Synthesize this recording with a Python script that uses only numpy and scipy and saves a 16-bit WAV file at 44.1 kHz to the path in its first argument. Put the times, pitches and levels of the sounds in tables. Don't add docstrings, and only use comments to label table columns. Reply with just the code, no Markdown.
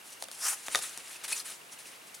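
import sys
import numpy as np
from scipy import signal
from scipy.fft import rfft, irfft
from scipy.io import wavfile

SR = 44100
rng = np.random.default_rng(int(sys.argv[2]) if len(sys.argv) > 2 else 0)


def dump(signal):
    limited = np.clip(np.atleast_2d(signal).T, -1, 1)
    pcm = np.round(limited * 32767).astype(np.int16)
    wavfile.write(sys.argv[1], SR, pcm)


N = 97020
T = np.arange(N) / SR


def from_db(db):
    return 10 ** (np.asarray(db) / 20)


def rms_one(x):
    return x / np.sqrt(np.mean(x ** 2) + 1e-20)


def at_hz(points, size):
    hz, value = np.transpose(points)
    bins_hz = np.fft.rfftfreq(size, 1 / SR)
    return np.interp(np.log(bins_hz + 1), np.log(hz), value)


def colour(x, points):
    return rms_one(irfft(rfft(x) * from_db(at_hz(points, N)), N))


def white_noise():
    return rng.standard_normal(N)


def drift(rate_hz):
    rolloff = 1 + (np.fft.rfftfreq(N, 1 / SR) / rate_hz) ** 2
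    return rms_one(irfft(rfft(white_noise()) / rolloff, N))


def flutter(spread_db, rate_hz):
    steps = 2 * rate_hz * T
    return np.interp(steps, np.arange(2000), from_db(spread_db * rng.standard_normal(size=2000)))


GRAINS_PER_S, GRAIN_SPREAD_DB = 4500, 3.5
GRAIN_SHARE = 0.49
JUDDER_DB, JUDDER_HZ = 1.13, 90
PATCHY_DB, PATCHY_HZ = 2, 45


def friction(points, count=12):
    sizes_db = GRAIN_SPREAD_DB * np.minimum(rng.exponential(1, N), 4)
    sizes = from_db(sizes_db) * rng.choice([-1, 1], N)
    grains = rms_one(sizes * (rng.random(N) < GRAINS_PER_S / SR))
    slips = np.sqrt(GRAIN_SHARE) * grains + np.sqrt(1 - GRAIN_SHARE) * white_noise()
    spectrum = rfft(slips) * from_db(at_hz(points, N))
    band = np.minimum((np.linspace(0, 1, len(spectrum)) * 20).astype(int), count - 1)
    patchy = sum(irfft(spectrum * (band == k), N) * flutter(PATCHY_DB, PATCHY_HZ) for k in range(count))
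    return rms_one(patchy * flutter(JUDDER_DB, JUDDER_HZ))


# time_s, level_db
SWEEP_LEVEL = [(0.37, -60), (0.40, -44), (0.44, -33.5), (0.465, -31), (0.49, -29.5), (0.542, -35.5),
               (0.556, -46), (0.59, -72)]
# pitch_hz, density_db_per_hz
SWEEP_COLOUR = [(150, -39), (400, -20.5), (750, -6), (1300, -1), (2500, -5.7), (4000, -10.5), (6500, -1.8),
                (9500, 3.5), (12000, -5.5), (15500, -17)]
# time_s, pitch_hz, level_db
SWEEP_RING = [(0.385, 5180, -65), (0.42, 5400, -43), (0.455, 5780, -35.5), (0.482, 6040, -35),
              (0.495, 6150, -48), (0.52, 6100, -75)]
RING_WIDTH_HZ = 700


def sweep():
    slide_db = np.interp(T, *np.transpose(SWEEP_LEVEL), left=-120, right=-120)
    slide = from_db(slide_db) * friction(SWEEP_COLOUR)
    time_s, pitch_hz, level_db = np.transpose(SWEEP_RING)
    phase = 2 * np.pi * np.cumsum(np.interp(T, time_s, pitch_hz)) / SR
    ring = drift(RING_WIDTH_HZ) * np.cos(phase) + drift(RING_WIDTH_HZ) * np.sin(phase)
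    ring_db = np.interp(T, time_s, level_db, left=-120, right=-120)
    return slide + from_db(ring_db) * ring


# start_s, length_s, attack_s, release_s, hiss_db, rasp_db
RUBS = [(0.036, 0.075, 0.021, 0.04, -52.5, -72), (0.116, 0.014, 0.0072, 0.032, -47.5, -56.5),
        (0.187, 0.049, 0.045, 0.01, -47, -59), (0.312, 0.076, 0.0018, 0.04, -48.5, -64),
        (0.557, 0.09, 0.011, 0.045, -49.5, -57), (0.648, 0.024, 0.018, 0.034, -40.5, -48),
        (0.681, 0.1, 0.051, 0.063, -39, -45), (0.762, 0.019, 0.003, 0.062, -44, -52),
        (0.803, 0.031, 0.024, 0.098, -37, -41.5), (0.857, 0.15, 0.035, 0.061, -50.5, -53.5),
        (0.998, 0.17, 0.074, 0.035, -48, -51.5), (1.184, 0.05, 0.015, 0.043, -56, -53.5),
        (1.235, 0.015, 0.006, 0.03, -37, -42.5), (1.277, 0.058, 0.005, 0.036, -38.5, -45),
        (1.307, 0.021, 0.015, 0.008, -33, -42), (1.336, 0.042, 0.03, 0.047, -37, -46),
        (1.393, 0.0087, 0.004, 0.028, -38.5, -46.5), (1.444, 0.07, 0.01, 0.085, -43, -49),
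        (1.709, 0.028, 0.015, 0.034, -47.5, -54), (1.783, 0.02, 0.0066, 0.056, -48, -53.5),
        (1.842, 0.038, 0.019, 0.076, -49, -57), (1.904, 0.058, 0.02, 0.025, -59.5, -55.5),
        (2.064, 0.019, 0.007, 0.03, -54, -70), (2.141, 0.01, 0.003, 0.03, -43.5, -54)]
# pitch_hz, density_db_per_hz
HISS_COLOUR = [(1500, -28), (3000, -10), (4200, -6), (6000, -3), (7500, -1.5), (9800, 1), (11500, -6),
               (13000, -12), (15500, -18.5)]
# pitch_hz, density_db_per_hz
RASP_COLOUR = [(100, -23), (350, -12.5), (700, -8), (1400, -1), (2400, 0.5), (4000, -3), (7000, -13),
               (15000, -43)]


def rubs():
    hiss_power, rasp_power = 0, 0
    for start_s, length_s, attack_s, release_s, hiss_db, rasp_db in RUBS:
        swell = np.clip((T - start_s) / attack_s, 0, 1)
        fall = from_db(-20 * np.maximum(T - start_s - length_s, 0) / release_s)
        shape = swell * fall
        hiss_power = hiss_power + (shape * from_db(hiss_db)) ** 2
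        rasp_power = rasp_power + (shape * from_db(rasp_db)) ** 2
    return np.sqrt(hiss_power) * friction(HISS_COLOUR) + np.sqrt(rasp_power) * friction(RASP_COLOUR)


# start_s, knock_db, tilt_db_per_octave, favoured_hz, edge_db, decay_s
SNAPS = [(0.2243, -33, -6, 700, -22.5, 0.0065), (0.2379, -56, -2, 2500, -35, 0.01),
         (0.2411, -55, -3, 2500, -34, 0.0072), (0.2854, -36, -3.5, 380, -36, 0.0077),
         (0.3148, -46, -6, 1000, -30.5, 0.0048), (0.6829, -19, -4.3, 2600, -29, .0052),
         (0.7481, -16.5, 0, 1800, -20, 0.012), (0.7556, -27, 2.5, 3900, -20, 0.016),
         (0.7562, -24, -3.5, 1100, -28, .017), (0.7736, -32, -3, 600, -32, .009),
         (0.7896, -29.5, -2.5, 650, -31, .008), (0.8945, -48, 0, 1500, -34, 0.0077),
         (0.9757, -42, 2, 2500, -28, 0.0078), (0.984, -45, -7, 2500, -38, .01),
         (1.5222, -58, 0, 2500, -32, 0.003)]
# pitch_hz, level_db, t60_s
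STACK_MODES = [(380, -28, 0.02), (540, -21, 0.038), (750, -16.5, 0.032), (1210, -11, 0.026),
               (1484, -11.5, 0.019), (1877, -5, .011), (2500, -7.5, 0.0078), (3680, -4, .014),
               (4700, -12, .012)]
# pitch_hz, density_db_per_hz
EDGE_COLOUR = [(300, -14.5), (1000, -2), (2500, -10), (4000, -3.5), (5800, 0), (7500, -3), (9800, 2),
               (12000, -13), (15500, -20)]
FAVOUR_DB, FAVOUR_OCTAVES = 7, .42
USUAL_DECAY_S = .012
TILT_PIVOT_HZ = 1500


def snaps():
    knocks, crack, t = np.zeros(N), np.zeros(N), T[:SR // 8]
    for start_s, knock_db, tilt_db, favoured_hz, edge_db, decay_s in SNAPS:
        start = int(start_s * SR)
        span = slice(start, start + len(t))
        for k, (pitch_hz, mode_db, t60_s) in enumerate(STACK_MODES):
            octaves_off = np.log2(pitch_hz / favoured_hz)
            favour = FAVOUR_DB * np.exp(-.5 * (octaves_off / FAVOUR_OCTAVES) ** 2)
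            level_db = knock_db + mode_db + favour + tilt_db * np.log2(pitch_hz / TILT_PIVOT_HZ)
            gripped_t60_s = t60_s * decay_s / USUAL_DECAY_S
            ring = from_db(level_db - 60 * t / gripped_t60_s) * np.cos(2 * np.pi * pitch_hz * t)
            knocks[span] += (-1) ** k * ring
        crack[span] += from_db(edge_db - np.minimum(60 * t / decay_s, 200))
    return knocks + crack * colour(white_noise(), EDGE_COLOUR)


WAVER_SHARE, WAVER_S = 0.03, 0.001


def chirp(peak_s, pitch_hz, level_db, swell_s):
    out = np.zeros(N)
    near = slice(max(int((peak_s - .02) * SR), 0), int((peak_s + .02) * SR))
    t = T[near] - peak_s
    waver = np.interp(t / WAVER_S + 20, np.arange(41), rng.standard_normal(size=41))
    phase = 2 * np.pi * np.cumsum(pitch_hz * (1 + WAVER_SHARE * waver)) / SR
    out[near] = from_db(level_db) * np.sqrt(2) * np.sin(phase) * np.exp(-.5 * (t / swell_s) ** 2)
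    return out


# peak_s, pitch_hz, level_db, swell_s
SQUEAKS = [(1.161, 2560, -45, .0025), (1.3305, 2590, -28.5, 0.002), (1.3295, 4380, -33, .0018),
           (1.327, 9300, -31.5, 0.003), (1.328, 10300, -31.5, 0.0024), (1.367, 7000, -36, .0028),
           (1.4015, 4270, -39, .002), (1.4035, 5040, -39.5, 0.002), (1.402, 6090, -41.5, .002)]


def squeaks():
    return sum(chirp(*row) for row in SQUEAKS)


# start_s, level_db
THUDS = [(0.683, -54), (0.757, -50), (0.976, -62)]
# pitch_hz, density_db_per_hz
THUD_COLOUR = [(25, -6), (70, -3), (160, 2), (350, 0), (700, -12), (2000, -40)]
THUD_ATTACK_S, THUD_T60_S = .004, .15


def thuds():
    shape = 0
    for start_s, level_db in THUDS:
        fade = from_db(level_db - 60 * np.maximum(T - start_s, 0) / THUD_T60_S)
        shape = shape + fade * np.clip((T - start_s) / THUD_ATTACK_S, 0, 1)
    return shape * colour(white_noise(), THUD_COLOUR)


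# pitch_hz, level_db
ROOM_COLOUR = [(100, 2), (500, 6.5), (1500, -1.5), (5000, 0), (9500, 0.5), (12000, -26)]
ROOM_T60_S, ROOM_DB, ROOM_DELAY_S = .2, -13.5, 0.00308


def room(x):
    decay = from_db(-np.minimum(60 * T / ROOM_T60_S, 200)) * (T > ROOM_DELAY_S)
    ears = []
    for _ in range(2):
        tail = (colour(white_noise(), ROOM_COLOUR) * decay)[:SR // 2]
        ears.append(signal.fftconvolve(x, tail / np.linalg.norm(tail))[:N])
    return from_db(ROOM_DB) * np.array(ears)


# pitch_hz, density_db_per_hz
FLOOR_COLOUR = [(25, -28), (60, -16), (150, -3), (400, 1), (800, 1.5), (1500, 0.5), (2400, 1), (4000, -3),
                (7000, -5), (9800, -3), (12000, -8), (15500, -12)]
# pitch_hz, likeness_0_to_1
LIKENESS = [(60, .95), (150, 1), (300, 0.6), (600, 0.02), (1500, 0), (5000, 0.69), (9000, 0.86), (12000, 1)]
FLOOR_DB = -53


def room_hiss():
    alike = at_hz(LIKENESS, N)
    mid = colour(white_noise(), FLOOR_COLOUR)
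    side = colour(white_noise(), FLOOR_COLOUR)
    side = irfft(rfft(side) * np.sqrt((1 - alike) / (1 + alike)), N)
    return from_db(FLOOR_DB) * (mid + side * [[1], [-1]])


TICK_FIRST_S, TICK_EVERY_S, TICK_SWELL_S = .015, .0801, 0.0015
TICK_HZ, TICK_DB, TICK_SPREAD_DB = 2780, -51, 1


def ticks():
    out = np.zeros(N)
    for k in range(27):
        level_db = TICK_DB + TICK_SPREAD_DB * rng.standard_normal()
        out += chirp(TICK_FIRST_S + k * TICK_EVERY_S, TICK_HZ, level_db, TICK_SWELL_S)
    return out


CARD_LOW_HZ = 210
PAN_DB = 0.6


def scene():
    highpass = signal.butter(2, CARD_LOW_HZ, "high", fs=SR, output="sos")
    cards = signal.sosfilt(highpass, sweep() + rubs() + snaps() + squeaks())
    placed = (cards + room(cards)) * from_db([[PAN_DB], [-PAN_DB]])
    return placed + thuds() + room_hiss() + ticks()


CUTOFF_HZ = 15900


def record(dry):
    lowpass = signal.ellip(12, .1, 80, CUTOFF_HZ, fs=SR, output="sos")
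    return signal.sosfilt(lowpass, dry)


dry = scene()
out = record(dry)
dump(out)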